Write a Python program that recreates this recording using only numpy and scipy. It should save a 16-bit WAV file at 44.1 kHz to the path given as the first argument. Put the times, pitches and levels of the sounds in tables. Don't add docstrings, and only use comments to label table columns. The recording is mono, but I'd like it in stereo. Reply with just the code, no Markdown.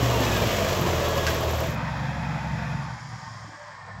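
import sys
import numpy as np
from scipy import signal
from scipy.fft import rfft, irfft
from scipy.io import wavfile
from scipy.ndimage import map_coordinates

SR = 44100
rng = np.random.default_rng(int(sys.argv[2]) if len(sys.argv) > 2 else 0)


def persist_wave(psi):
    counts = np.round(np.clip(psi, -1, 1) * 32767).astype(np.int16)
    wavfile.write(sys.argv[1], SR, np.atleast_2d(counts).T)


N = 176400
T = np.arange(N) / SR
FREQS = np.fft.rfftfreq(N, 1 / SR)
CROSSFADE_AT_S, CROSSFADE_S = 1.686, 0.15
FIRINGS_PER_TURN = 3

# time_s, turns_per_s
NEAR_CRANK = [(0, 23.7), (.17, 22.1), (.5, 17.9), (.75, 15.4), (.95, 13.7), (1.3, 13.15)]
# freq_hz, gain_db
STONE_EQ = [(1000, -52), (3000, 7), (7000, 4), (9300, -10), (12000, 30), (15500, 14.5)]


def near_dozer():
    # crank_multiple, high_revs_db, low_revs_db
    orders = [(3, -33.5, -45), (5.25, -27.5, -42), (6, -44.5, -31), (9, -55, -33), (12, -36, -39)]
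    # freq_hz, gain_db
    pipe_eq = [(20, -14), (45, -9), (75, 1), (130, 4.5), (190, -0.5), (260, 0), (340, -8.5), (500, -32)]
    # time_s, gain_db
    exhaust_fader = [(0, 1.5), (.35, 2), (.65, 0), (1.7, -2.5)]
    # freq_hz, gain_db
    body_eq = [(160, -3.5), (290, -16.5), (348, 1), (392, -6), (449, -0.5), (490, -1.5), (530, 0),
               (652, -1), (772, -7), (1100, -3), (1420, -9), (1700, -7), (3120, -14.5), (3300, -13),
               (3500, -17), (4400, -20), (5900, -16.5), (7480, -21.5), (9010, -39), (11800, -27.5),
               (15500, -28.5)]
    # time_s, mid_db, treble_db
    clatter_faders = [(0, -25, -32), (.35, -26.5, -31), (.7, -27.5, -32.5), (1.15, -27, -33.5),
                      (1.66, -30.5, -37)]
    turns = crank(NEAR_CRANK)
    speed = curve(NEAR_CRANK)
    revs = (speed - speed.min()) / np.ptp(speed)
    pipe = exhaust(turns, revs, orders, pipe_eq, burble_db=-34) * undb(curve(exhaust_fader))
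    rattle = stereo(lambda: clatter(turns, knock=0.3, flicker_db=1.4), lead_ms=0.25, scatter_db=-.5)
    tracks = stereo(lambda: grit() + stone_snaps() + clank(), lead_ms=0.19, scatter_db=12)
    engine = steelwork(rattle, body_eq, low_cut_hz=245, shimmer_db=1.6)
    return pipe + ride_bands(engine, clatter_faders) + tracks


def far_dozer():
    # time_s, turns_per_s
    speed = [(2.76, 22.7), (2.95, 24.3), (3.25, 22.2), (3.55, 21), (4, 19.8)]
    # crank_multiple, fuel_on_db, fuel_off_db
    orders = [(3, -41.5, -51), (5, -42, -37), (6, -38, -45), (7, -39, -48.5), (9, -48, -73), (10, -48, -63)]
    # freq_hz, gain_db
    pipe_eq = [(20, -38), (45, -14.5), (80, -3.5), (140, 5.5), (190, 3), (260, -13.5), (330, -17.5),
               (450, -33.5)]
    # time_s, gain_db
    exhaust_fader = [(2.77, 2.5), (2.84, -4), (2.92, -2.5), (3.04, -5.5), (3.15, -3), (3.21, -7.5),
                     (3.48, -9), (3.54, -21), (3.79, -18), (3.94, -4)]
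    # freq_hz, gain_db
    loaded_eq = [(190, -13), (265, 0.5), (360, -13), (427, -16), (518, -2.5), (881, 0), (1400, -5),
                 (1750, -6), (2280, -16.5), (2510, -10), (2900, -26.5), (3200, -19.5), (3600, -21),
                 (7630, -36), (8960, -48), (12200, -44.5), (15500, -47)]
    coasting_eq = [(190, -21), (440, -17), (580, -5), (738, -1.5), (1090, 4.5), (1400, -6), (1700, -3),
                   (2030, -8.5), (2250, -13), (2900, -27), (3250, -19), (3500, -23), (4700, -19.5),
                   (15500, -82)]
    # time_s, mid_db, treble_db
    clatter_faders = [(1.799, -36, -40), (2.7, -39, -41.5), (2.9, -40, -44), (3.02, -45.5, -48),
                      (3.35, -45.5, -50.5), (3.75, -46, -50), (4.0, -43.5, -51.5)]
    lead_ms = -0.059
    turns = crank(speed)
    load = 1 - ramp(middle_s=2.856, length_s=0.31)
    fuel = 1 - ramp(middle_s=2.94, length_s=0.069)
    pipe = exhaust(turns, fuel, orders, pipe_eq, burble_db=-38.5) * undb(curve(exhaust_fader))
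    rattle = stereo(lambda: clatter(turns, knock=0.18, flicker_db=1), lead_ms, scatter_db=-1.5)
    loaded = steelwork(rattle, loaded_eq, low_cut_hz=247, shimmer_db=2.4)
    coasting = steelwork(rattle, coasting_eq, low_cut_hz=240, shimmer_db=3.6)
    engine = ride_bands(load * loaded + (1 - load) * coasting, clatter_faders)
    return pipe + engine + stereo(hiss_band, lead_ms, scatter_db=-1)


def crank(speed, flutter=.004):
    return np.cumsum(curve(speed) * (1 + flutter * wander(12.1))) / SR


def exhaust(turns, drive, orders, pipe_eq, burble_db, throb_db=2.2):
    drone = 0
    for multiple, high_db, low_db in orders:
        level_db = low_db + (high_db - low_db) * drive + throb_db * wander(18)
        drone += np.sqrt(2) * undb(level_db) * np.sin(2 * np.pi * (multiple * turns + rng.random()))
    firings = np.flatnonzero(np.diff(np.floor(FIRINGS_PER_TURN * turns)))

    def gas():
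        pulses = np.zeros(N)
        pulses[firings] = rng.uniform(-0.85, 1, N)[:len(firings)]
        return unit(pulses) + 0.72 * rng.standard_normal(N)

    muffler_db = 10 * np.log10(1 + (FREQS / 700) ** 4)
    burble = colour(stereo(gas, lead_ms=0, scatter_db=-1.5), response(pipe_eq) - muffler_db)
    return drone + undb(burble_db) * unit(burble)


def clatter(turns, knock, flicker_db):
    cycle = rng.standard_normal(4096)
    chatter = map_coordinates(cycle, [turns / 2 % 1 * len(cycle)], order=1, mode="grid-wrap")
    chatter = irfft(rfft(chatter) / (1 + (FREQS / 3500) ** 2), N)
    surge = 1 + knock * np.exp(-4 * (FIRINGS_PER_TURN * turns % 1))
    return unit((rng.standard_normal(N) + chatter) * surge) * undb(flicker_db * wander(25))


def steelwork(rattle, body_eq, low_cut_hz, shimmer_db, width_hz=55, swells_per_s=6):
    low_cut_db = 10 * np.log10(1 + (low_cut_hz / (FREQS + 10)) ** 8)
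    ringing = unit(colour(rattle, response(body_eq) - low_cut_db))
    hz, time_s, bands = signal.stft(ringing, SR, nperseg=2048)
    chance = rng.standard_normal((len(hz), len(time_s)))
    grid = np.meshgrid(hz / width_hz, time_s * swells_per_s, indexing="ij")
    swell = map_coordinates(chance, grid, mode="mirror")
    depth_db = shimmer_db / (1 + (hz[:, None] / 4000) ** 2)
    return unit(signal.istft(bands * undb(depth_db * swell), SR)[1][:, :N])


def running_gear():
    # start_s, length_s, crank_multiple, level_db
    gears = [(-.1, .75, 126, -38.5), (.03, .29, 42, -35.5), (.17, .34, 84, -38), (.84, .45, 42, -36),
             (.88, .4, 126, -42), (.98, .55, 84, -41)]
    # start_s, length_s, pitch_hz, level_db
    rollers = [(1.0, .72, 650, -36.5), (1.12, .4, 3290, -41), (1.62, 1.4, 863, -47),
               (1.70, 1.4, 906, -45.5), (3.21, .09, 897, -42.5), (3.56, .16, 592, -47)]
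    speed = curve(NEAR_CRANK)
    teeth = sum(whine(start_s, length_s, multiple * speed, db) for start_s, length_s, multiple, db in gears)
    return teeth + sum(whine(*squeal) for squeal in rollers)


def whine(start_s, length_s, pitch_hz, level_db, jitter=.008, roughness=.5):
    progress = np.clip((T - start_s) / length_s, 0, 1)
    swell = np.sqrt(2 * np.abs(np.sin(np.pi * progress)))
    phase = 2 * np.pi * np.cumsum(pitch_hz * (1 + jitter * wander(55.7))) / SR
    tone = undb(level_db) * swell * (1 + roughness * wander(35)) * np.sin(phase)
    lag_s = 95e-6 * (1 - ramp(CROSSFADE_AT_S, CROSSFADE_S))
    return np.array([tone, np.interp(T - lag_s, T, tone)])


def clank(ring_db=5, crack_db=2):
    # start_s, level_db
    hits = [(1.267, -25.5), (1.288, -42)]
    # pitch_hz, level_db, t60_s
    modes = [(1504, -4, 0.11), (1578, 10, 0.082), (1945, -4.5, 0.23), (3300, -9, 0.065), (4820, -15, 0.19)]
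    # freq_hz, gain_db
    crack_eq = [(800, -13), (1600, 1.5), (5000, -2), (7500, -8), (9300, -24), (12000, -11), (15500, -24)]

    def blows(decay_s):
        return sum(undb(db) * strike(start_s, decay_s) for start_s, db in hits)

    ring = sum(undb(db - 60 * T / t60_s) * np.sin(2 * np.pi * hz * T) for hz, db, t60_s in modes)
    contact = blows(decay_s=0.018) * rng.standard_normal(N)
    ringing = signal.fftconvolve(contact, ring / np.linalg.norm(ring))[:N]
    return undb(ring_db) * ringing + undb(crack_db) * blows(decay_s=0.028) * shaped_noise(crack_eq)


def grit(grains_per_s=230, spread_db=8.5, level_db=-47.5):
    timing, size = rng.random((N, 2)).T
    clicks = (timing < grains_per_s / SR) * undb(-spread_db * np.log(size + 0.024))
    grain = rng.standard_normal(N // 500) * np.exp(-T[:N // 500] / 0.0017)
    crackle = signal.fftconvolve(clicks, grain)[:N]
    return undb(level_db) * unit(colour(crackle, response(STONE_EQ)))


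def stone_snaps(level_db=-34):
    starts = [.645, 1.16, 1.521, 1.671]
    bursts = sum(strike(start_s, decay_s=.0025) for start_s in starts)
    return undb(level_db) * bursts * shaped_noise(STONE_EQ)


def thuds():
    # peak_s, half_width_s, pitch_hz, level_db
    booms = [(0.454, 0.034, 120, -29), (0.82, 0.032, 136.7, -29), (3.262, 0.012, 110, -41),
             (3.502, 0.024, 300, -46)]
    mix = 0
    for peak_s, half_width_s, pitch_hz, level_db in booms:
        tone = unit((1.1 + wander(63)) * np.sin(2 * np.pi * pitch_hz * T))
        mix += undb(level_db) * tone * np.exp(-.5 * ((T - peak_s) / half_width_s) ** 2)
    return mix


def hiss_band(band_db=-68, width_hz=230):
    # time_s, pitch_hz
    glide = [(2.7, 10280), (3.25, 8950), (3.7, 8150), (4, 7950)]
    # freq_hz, gain_db
    intake_eq = [(2800, -12), (3250, -3), (3500, -10), (4400, -8.5), (4750, 0.5), (5000, 0.5), (5500, 1),
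                 (6100, -6), (7100, -2.5), (9000, -27), (15500, -35)]
    # time_s, level_db
    intake_fader = [(2.7, -49), (3.25, -47.5), (3.65, -52), (3.9, -57.5)]
    whistle = wander(width_hz) * np.sin(2 * np.pi * np.cumsum(curve(glide)) / SR)
    return undb(band_db) * unit(whistle) + undb(curve(intake_fader)) * shaped_noise(intake_eq)


def ride_bands(x, faders, crossover_hz=1677):
    mids = irfft(rfft(x) / (1 + (FREQS / crossover_hz) ** 8), N)
    return sum(band / np.std(band.mean(0)) * undb(curve(faders, column))
               for column, band in enumerate((mids, x - mids), start=1))


def stereo(source, lead_ms, scatter_db):
    # freq_hz, share_db
    scatter = [(100, -8), (300, -7.5), (1500, -5), (5000, -1)]
    share = np.clip(undb(response(scatter) + scatter_db), 0, 1)
    direct = rfft(source()) * np.sqrt(1 - share ** 2)
    delay = np.exp(-2j * np.pi * FREQS * lead_ms / 1000)
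    left = direct + share * rfft(source())
    right = direct * delay + share * rfft(source())
    return irfft(np.array([left, right]), N)


def undb(db):
    return 10 ** (np.asarray(db) / 20)


def unit(x):
    return x / np.sqrt(np.mean(x ** 2) + 1e-18)


def curve(rows, column=1):
    rows = np.array(rows)
    return np.interp(T, rows[:, 0], rows[:, column])


def response(eq):
    eq = np.array(eq)
    return np.interp(np.log(FREQS + 1), np.log(eq[:, 0]), eq[:, 1])


def colour(x, gain_db):
    cepstrum = irfft(np.log(undb(gain_db)), N)
    cepstrum[1:N // 2] *= 2
    cepstrum[N // 2 + 1:] = 0
    return irfft(rfft(x) * np.exp(rfft(cepstrum)), N)


def shaped_noise(eq):
    return unit(colour(rng.standard_normal(N), response(eq)))


def wander(rate_hz):
    return unit(irfft(rfft(rng.standard_normal(N)) * np.exp(-(FREQS / rate_hz) ** 2), N))


def strike(start_s, decay_s):
    return (T >= start_s) * np.exp(-np.abs(T - start_s) / decay_s)


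def ramp(middle_s, length_s):
    return np.clip((T - middle_s) / length_s + .5, 0, 1)


def scene():
    far = ramp(CROSSFADE_AT_S, CROSSFADE_S)
    dozer = np.sqrt(1 - far) * near_dozer() + np.sqrt(far) * far_dozer()
    left_over_right_db = .5 * (1 - far) - far
    pan = undb(np.array([[.5], [-.5]]) * left_over_right_db)
    return (dozer + running_gear() + thuds()) * pan


def record(dry):
    # freq_hz, left_over_right_db
    tilt = [(100, -0.5), (400, 0.3), (2400, 1.1), (8000, 1.5), (12000, 10.5)]
    balance = undb(np.array([[.5], [-.5]]) * response(tilt))
    balance /= np.sqrt(np.mean(balance ** 2, axis=0))
    high_cut = signal.ellip(10, .2, 80, 15700, fs=SR, output="sos")
    return signal.sosfilt(high_cut, irfft(rfft(dry) * balance, N))


dry = scene()
out = record(dry)
persist_wave(out)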